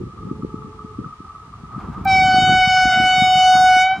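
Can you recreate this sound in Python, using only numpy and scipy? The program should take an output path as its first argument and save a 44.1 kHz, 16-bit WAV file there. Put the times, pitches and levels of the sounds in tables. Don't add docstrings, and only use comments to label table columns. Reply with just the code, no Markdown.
import sys
import numpy as np
from scipy import signal
from scipy.fft import rfft, irfft
from scipy.io import wavfile

SR = 44100
rng = np.random.default_rng(int(sys.argv[2]) if len(sys.argv) > 2 else 0)


def decibels_to_gain(level_db):
    exponent = np.asarray(level_db, float) / 20
    return 10 ** exponent


def generate_wav(signal):
    frames = np.transpose(np.atleast_2d(signal))
    scaled = np.clip(frames, -1, 1) * 32767
    pcm = np.round(scaled).astype(np.int16)
    wavfile.write(sys.argv[1], SR, pcm)


N = 176400
TIME_S = np.arange(N) / SR
LEFT_RIGHT = np.array([[1], [-1]])

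# time_s, fundamental_db, brightness_db_per_multiple
HORN_VALVE = [
    (2.049, -36, 6),
    (2.059, -13, -8),
    (2.077, -13.5, -1.5),
    (2.12, -11.5, -0.53),
    (3.0, -13, -0.2361),
    (3.499, -13, 0.25),
    (3.821, -12.5, 0),
    (3.939, -16, -3),
    (4.0, -43, 1),
]
# multiple, level_db
HORN_PARTIALS = [(1, -3), (2, -7), (3, -8), (4, -13), (5, -18), (6, -22), (7, -23), (8, -30), (9, -29),
                 (10, -36), (11, -37), (12, -45), (13, -44), (14, -45), (15, -49), (16, -53), (17, -54),
                 (18, -59), (19, -62), (20, -68)]
# multiple, time_s, level_db, half_length_s
PATH_FADES = [(1, 2.38, 2.7, 0.029), (1, 2.664, -3.3, 0.03), (1, 2.936, -3.1, 0.035),
              (1, 3.574, -3.2, 0.07), (1, 3.576, 6.4, 0.2), (2, 2.158, -13.1, 0.097),
              (2, 2.412, -6.1, 0.052), (2, 2.681, -4.9, 0.093), (2, 2.788, 3.0, 0.033),
              (2, 2.96, 1.7, 0.066), (2, 3.337, -10.7, 0.2), (2, 3.861, -4.6, 0.058),
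              (3, 2.183, 5.5, 0.051), (3, 2.414, -7.4, 0.145), (3, 2.635, 4.4, 0.03),
              (3, 2.907, -6.0, 0.02), (3, 2.909, -3.3, 0.192), (3, 3.314, -9.5, 0.042),
              (3, 3.542, -12.0, 0.156), (3, 3.604, -9.0, 0.033), (4, 2.081, -18.8, 0.061),
              (4, 2.201, -17.8, 0.029), (4, 2.323, -6.2, 0.06), (4, 2.489, 3.8, 0.185),
              (4, 2.957, 2.9, 0.02), (4, 3.093, 6.3, 0.058), (4, 3.401, 5.2, 0.117),
              (4, 3.607, -13.3, 0.064), (5, 2.181, -15.4, 0.03), (5, 2.301, 8.0, 0.149),
              (5, 2.312, -23.7, 0.063), (5, 2.773, -7.0, 0.117), (5, 3.061, -14.8, 0.053),
              (5, 3.219, 5.3, 0.04), (5, 3.445, -11.8, 0.027), (5, 3.733, -12.4, 0.036),
              (6, 2.138, -9.6, 0.023), (6, 2.359, 6.7, 0.047), (6, 3.035, -6.4, 0.056),
              (6, 3.269, -8.6, 0.063), (6, 3.861, -6.8, 0.152), (7, 2.137, 7.2, 0.073),
              (7, 2.487, -17.9, 0.028), (7, 2.77, 8.0, 0.087), (7, 3.115, -9.4, 0.039),
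              (7, 3.883, -5.5, 0.019), (8, 2.809, 6.2, 0.113), (8, 3.28, -11.7, 0.063),
              (8, 3.481, 7.0, 0.074), (8, 3.794, 5.1, 0.041)]
# time_s, distance_across_s (train travel time), level_db
POSTS_PASSED = [
    (2.95, .14, -14),
    (4.3, .7, -21),
]
# time_s, half_length_s, level_db
BEAM_GLINT = (2.73, .1, -6)
# delay_s, level_db
LATE_ECHOES = [
    (.09, -29),
    (.14, -28),
    (.21, -29),
]
# time_s, level_db
RAIL_LEVEL = [(0.0, -44.5), (0.32, -36.5), (0.39, -70), (0.42, -39.5), (1.69, -43), (1.76, -29.5),
              (1.93, -43), (1.96, -32.5), (2.03, -42), (2.07, -31), (2.15, -47), (2.35, -36), (2.63, -42.5),
              (3.06, -38.5), (3.46, -38.5), (3.71, -44), (4.0, -53)]
# centre_hz, width_hz, level_db
RAIL_MODES = [
    (1186, 75, -4),
    (1289, 27.3, -5.5),
    (1255, 41, -6),
]
# time_s, peak_db
WHEEL_STRIKES = [(0.1436, -38), (0.2119, -42.5), (0.3446, -33.5), (0.4189, -34), (0.516, -32.5),
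                 (0.564, -35), (0.6203, -26), (0.719, -33.5), (0.7896, -29), (0.8893, -35), (0.9453, -32.5),
                 (0.9882, -36.5), (1.043, -23), (1.0854, -43.5), (1.245, -30.5), (1.2885, -29),
                 (1.3458, -28.5), (1.4406, -35.5), (1.536, -31), (1.6402, -32.5), (1.707, -36),
                 (1.8317, -34), (1.8706, -30), (1.955, -29)]
# time_s, level_db
GUST_LEVEL = [(0.0, -31), (0.07, -38), (0.13, -42), (0.25, -32), (0.65, -42.5), (0.95, -47), (1.0, -33),
              (1.15, -51), (1.7, -48), (1.8, -40), (2.55, -30), (2.72, -49), (3.01, -29.5), (3.11, -38),
              (3.35, -40.5), (3.45, -46.5), (3.6, -37), (3.9, -53), (4.0, -31)]
# freq_hz, density_db_per_hz
WIND_SPECTRUM = [(12, -36), (20, -29.5), (48, -6.5), (70, -2.5), (114, -2), (191, -3.5), (267, -9.5),
                 (430, -14), (560, -24.5), (730, -61), (1230, -120)]
# time_s, peak_db, pitch_hz
WIND_THUMPS = [(0.01, -25, 267), (0.033, -22, 242), (0.249, -20.5, 159), (0.284, -25.5, 195),
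               (0.309, -14, 244), (0.429, -16.5, 218), (0.443, -17, 320), (0.538, -17, 236),
               (0.585, -29, 205), (0.644, -26.5, 181), (0.843, -23.5, 197), (0.985, -15.5, 234),
               (1.036, -30, 283), (1.058, -26.0, 143), (1.2, -28.0, 254), (1.633, -25.5, 160),
               (1.761, -20.5, 132), (1.776, -21, 208), (1.882, -24, 201), (1.896, -22, 170),
               (2.008, -25, 220), (2.053, -23, 180), (2.107, -24, 154), (2.125, -23, 158),
               (2.218, -20.5, 186), (2.253, -17.5, 156), (2.28, -19, 206), (2.34, -15.5, 248),
               (2.38, -14.5, 205), (2.398, -19, 223), (2.416, -15, 190), (2.49, -15, 162),
               (2.519, -15, 240), (2.533, -15.5, 156), (2.671, -15.5, 149), (2.851, -14.5, 218),
               (2.932, -27, 159), (2.969, -21, 200), (2.996, -13.5, 222), (3.015, -20.5, 164),
               (3.034, -20.0, 172), (3.177, -21, 162), (3.217, -11, 177), (3.239, -25, 142),
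               (3.352, -21, 135), (3.549, -18, 196), (3.563, -26.5, 129), (3.635, -26.5, 282),
               (3.763, -24.5, 273), (3.991, -23, 234)]
# time_s, level_db
BUFFET_LEVEL = [(0, -41.5), (.6, -43.5), (1.4, -48.5), (1.8, -38), (2.2, -34), (3.2, -39.5), (3.5, -41),
                (4, -49)]
# time_s, level_db
ROLL_LEVEL = [(0.0, -58), (0.83, -59), (1.68, -55), (1.78, -47.5), (2.15, -44.5), (2.17, -46.5),
              (3.25, -50), (3.5, -43), (3.54, -33.5), (3.71, -48), (4.0, -46)]
# freq_hz, density_db_per_hz
ROLL_SPECTRUM = [(500, -15.5), (700, -2.5), (950, 1.5), (1300, 1.5), (1700, -13), (2600, -20),
                 (5000, -31.5), (15000, -49)]
# pitch_hz, level_db
FAR_PARTIALS = [
    (430.7, -52),
    (866.7, -61),
]
# time_s, level_db
FAR_LEVEL = [
    (.15, -42),
    (.19, 3.5),
    (.68, 6),
    (.92, 6),
    (1.02, -9),
    (1.5, -8),
    (1.7, -38),
]
# freq_hz, density_db_per_hz
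AIR_SPECTRUM = [(880, -2), (1500, -11.5), (1620, 1), (3270, -4.5), (3570, -4.5), (9630, -14.5),
                (11900, -27), (15000, -71.5)]
# fall_start_s, fall_end_s, rise_start_s, rise_end_s
DUCK_TIMES = (2.05, 2.1, 3.9, 4.0)

HORN_HZ, SAG_HZ_PER_S, START_SHARP_HZ, SETTLE_S = 747.75, 3.2, 34.04, 0.1
CLOSE_S, CLOSE_HZ_PER_S, EDGE_S = 3.79, 140, .006
FADE_SHARE, FADE_GROWTH, FADE_MOST, FADE_PER_S, LISTED_SHARE = .05, .08, .75, 7.0, .3
SHIMMER, SHIMMER_PER_S = .06, 22
SIDE_DB, SIDE_DB_PER_OCT = -36, 7
MACH, BLUR_S, BEHIND = .077, .00005, .1
BUSHES_DB, BUSH_ACROSS_S, ECHO_FLICKER_DB = -32.5, 0.92, 4
ECHO_CUT_HZ, GLINT_BAND_HZ = 2800, (2600, 5600)
THROB_DB, RAIL_TOP_HZ = 2, 1330
HIT_RISE_S, HIT_RING_S, HIT_DB = .003, 0.025, -10.5
LUMP_DB, LUMPS_PER_S = 3.5, 30
THUMP_CYCLES, THUMP_DB, BUFFET_HZ = 0.53, 1.5, 102
WIND_SIDE_DB, WIND_SIDE_HZ, WIND_TOP_HZ = -4.5, 300, 527
AIR_DB, DUCK_DB, DUCK_ABOVE_HZ = -62, -12, 1600


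def in_time(rows):
    s, *columns = np.transpose(rows)
    return [np.interp(TIME_S, s, c) for c in columns]


def rms_one(x):
    return x / np.sqrt(np.mean(x ** 2) + 1e-20)


def drift(per_s):
    r = np.exp(-80 * np.pi * per_s / SR)
    noise = rng.standard_normal(N // 40 + 2002)
    slow = signal.lfilter([1], [1, -2 * r, r * r], noise)[2000:]
    return np.interp(np.arange(N) / 40, np.arange(len(slow)), rms_one(slow - slow.mean()))


def coloured(spectrum):
    hz, db = np.transpose(spectrum)
    log_hz = np.log(np.arange(N // 2 + 1) * SR / N + 1)
    shape = decibels_to_gain(np.interp(log_hz, np.log(hz), db, left=-90, right=-90))
    return rms_one(irfft(rfft(rng.standard_normal(N)) * shape, N))


def cut(x, hz, kind, order=2):
    return signal.sosfilt(signal.butter(order, hz, kind, fs=SR, output="sos"), x)


def wide(make, side_db):
    return make() + decibels_to_gain(side_db) * make() * LEFT_RIGHT


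def horn():
    t = TIME_S - HORN_VALVE[0][0]
    valve_db, bright_db = in_time(HORN_VALVE)
    hz = HORN_HZ - SAG_HZ_PER_S * t + START_SHARP_HZ * np.exp(-np.abs(t) / SETTLE_S)
    hz = hz + CLOSE_HZ_PER_S * np.maximum(TIME_S - CLOSE_S, 0)
    phase = 2 * np.pi * np.cumsum(hz) / SR
    onset = np.clip(t / EDGE_S, 0, 1) ** 2
    bell, mid, side = np.zeros((3, N))
    for k, level_db in HORN_PARTIALS:
        level = onset * np.sqrt(2) * decibels_to_gain(valve_db + level_db + bright_db * (k - 1))
        wave = level * np.exp(1j * (k * phase + rng.uniform(0, 2 * np.pi)))
        fades = [fade_db * np.exp(-((TIME_S - s) / half_s) ** 2)
                 for multiple, s, fade_db, half_s in PATH_FADES if round(multiple) == k]
        share = min(FADE_SHARE + FADE_GROWTH * (k - 1), FADE_MOST) * (LISTED_SHARE if fades else 1)
        swell = share * (drift(FADE_PER_S) + 1j * drift(FADE_PER_S)) / np.sqrt(2)
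        paths = decibels_to_gain(sum(fades)) * (1 + swell) / np.sqrt(1 + share ** 2)
        scatter = np.conj(signal.hilbert(drift(SHIMMER_PER_S * np.sqrt(k)))) / np.sqrt(2)
        shimmer = SHIMMER * np.sqrt(2 * k) * scatter
        side_level = decibels_to_gain(SIDE_DB + SIDE_DB_PER_OCT * np.log2(k))
        bell += wave.real
        mid += (wave * (paths + shimmer)).real
        side += (wave * side_level * (drift(15) + 1j * drift(9.8))).real
    return bell, mid + side * LEFT_RIGHT


def passing_echoes(bell):
    out = np.zeros((2, N))
    bushes = [(1.5 + 5.5 * a, BUSH_ACROSS_S * (0.34 + b), BUSHES_DB + 6 * c)
              for a, b, c in rng.random((14, 3))]
    for s, across_s, db in POSTS_PASSED + bushes:
        away_s = np.sqrt((TIME_S - s) ** 2 + across_s ** 2)
        delay_s = MACH * (TIME_S - s + away_s) + 0.011 + BLUR_S * drift(26)
        facing = BEHIND + ((1 - (TIME_S - s) / away_s) / 2) ** 2
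        pan = decibels_to_gain(rng.normal(0, 0.47) * LEFT_RIGHT)
        gain = decibels_to_gain(db + ECHO_FLICKER_DB * drift(5.3)) * facing * np.sqrt(across_s / away_s) * pan
        out += gain * np.interp(TIME_S - delay_s, TIME_S, bell)
    return out


def late_echoes(bell):
    out = np.zeros(N)
    for delay_s, db in LATE_ECHOES:
        arrival_s = TIME_S - delay_s - BLUR_S * drift(7)
        out += decibels_to_gain(db + ECHO_FLICKER_DB * drift(6.6)) * np.interp(arrival_s, TIME_S, bell)
    return out


def beam_glint(bell):
    s, across_s, _ = POSTS_PASSED[0]
    middle_s, half_s, db = BEAM_GLINT
    delay_s = MACH * (TIME_S - s + np.sqrt((TIME_S - s) ** 2 + across_s ** 2))
    treble = np.interp(TIME_S - delay_s, TIME_S, cut(bell, GLINT_BAND_HZ, "band"))
    return decibels_to_gain(db) * np.exp(-((TIME_S - middle_s) / half_s) ** 2) * treble


def echoes(bell):
    return cut(passing_echoes(bell) + late_echoes(bell), ECHO_CUT_HZ, "low") + beam_glint(bell)


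def rails():
    ring = np.zeros(N)
    for hz, width_hz, db in RAIL_MODES:
        r = np.exp(-np.pi * width_hz / SR)
        edge = (1 - r * r) / 2
        resonator = [edge, 0, -edge, 1, -2 * r * np.cos(2 * np.pi * hz / SR), r * r]
        mode = signal.sosfilt(np.array([resonator, resonator]), rng.standard_normal(N))
        ring += decibels_to_gain(db + THROB_DB * drift(18.5)) * rms_one(mode)
    level = decibels_to_gain(in_time(RAIL_LEVEL)[0] - 4.0)
    for s, db in WHEEL_STRIKES:
        rise = np.clip((TIME_S - s) / HIT_RISE_S, 0, 1) ** 2
        level += decibels_to_gain(db + HIT_DB) * rise * np.exp(-np.abs(TIME_S - s) / HIT_RING_S)
    return level * rms_one(cut(ring, RAIL_TOP_HZ, "low", order=12))


def thumps():
    out = np.zeros(N)
    for s, db, hz in WIND_THUMPS:
        cycles = (TIME_S - s - .004) * hz
        packet = np.exp(-(cycles / THUMP_CYCLES) ** 2)
        out += decibels_to_gain(db + THUMP_DB) * packet * np.sin(2 * np.pi * cycles + rng.uniform(0, 2 * np.pi))
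    return out


def buffeting():
    level = decibels_to_gain(in_time(BUFFET_LEVEL)[0] + 2.5 * drift(8))
    return level * rms_one(cut(coloured(WIND_SPECTRUM), BUFFET_HZ, "low"))


def wind():
    lumps = decibels_to_gain(in_time(GUST_LEVEL)[0] + 1 + LUMP_DB * drift(LUMPS_PER_S))
    hits = thumps()
    late_hits = np.roll(hits, int(0.0013 * SR))
    side = cut(lumps * coloured(WIND_SPECTRUM) + late_hits, WIND_SIDE_HZ, "high")
    mid = cut(hits + lumps * coloured(WIND_SPECTRUM), BUFFET_HZ, "high") + buffeting()
    return cut(mid + decibels_to_gain(WIND_SIDE_DB) * side * LEFT_RIGHT, WIND_TOP_HZ, "low", order=6)


def wheel_roll():
    level = decibels_to_gain(in_time(ROLL_LEVEL)[0] + 3 + 1.5 * drift(14))
    return level * wide(lambda: coloured(ROLL_SPECTRUM), -14)


def far_horn():
    note = np.zeros(N)
    for hz, db in FAR_PARTIALS:
        level = np.sqrt(2) * decibels_to_gain(db - 1.0 + 2 * drift(11))
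        note += level * np.sin(2 * np.pi * hz * TIME_S + 0.5 * drift(9.5))
    return decibels_to_gain(in_time(FAR_LEVEL)[0]) * note


def far_air():
    return decibels_to_gain(AIR_DB) * wide(lambda: coloured(AIR_SPECTRUM), 2.3)


def floor_under_horn(floor):
    duck = decibels_to_gain(DUCK_DB * np.interp(TIME_S, DUCK_TIMES, [0, 1, 1, 0]))
    treble = cut(floor, DUCK_ABOVE_HZ, "high", order=3)
    return cut(floor, DUCK_ABOVE_HZ, "low", order=3) + duck * treble


def scene():
    bell, direct = horn()
    train = direct + echoes(bell) + wide(rails, -11.5)
    floor = floor_under_horn(wheel_roll() + far_air())
    return train + wind() + floor + far_horn()


def top_cut(x):
    return signal.sosfilt(signal.butter(12, 15340, fs=SR, output="sos"), x)


def record(dry):
    ending = np.clip(TIME_S[::-1] / EDGE_S, 0, 1)
    mix = ending * 1.51 * np.tanh(dry / 1.46)
    return top_cut(mix)


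dry = scene()
out = record(dry)
generate_wav(out)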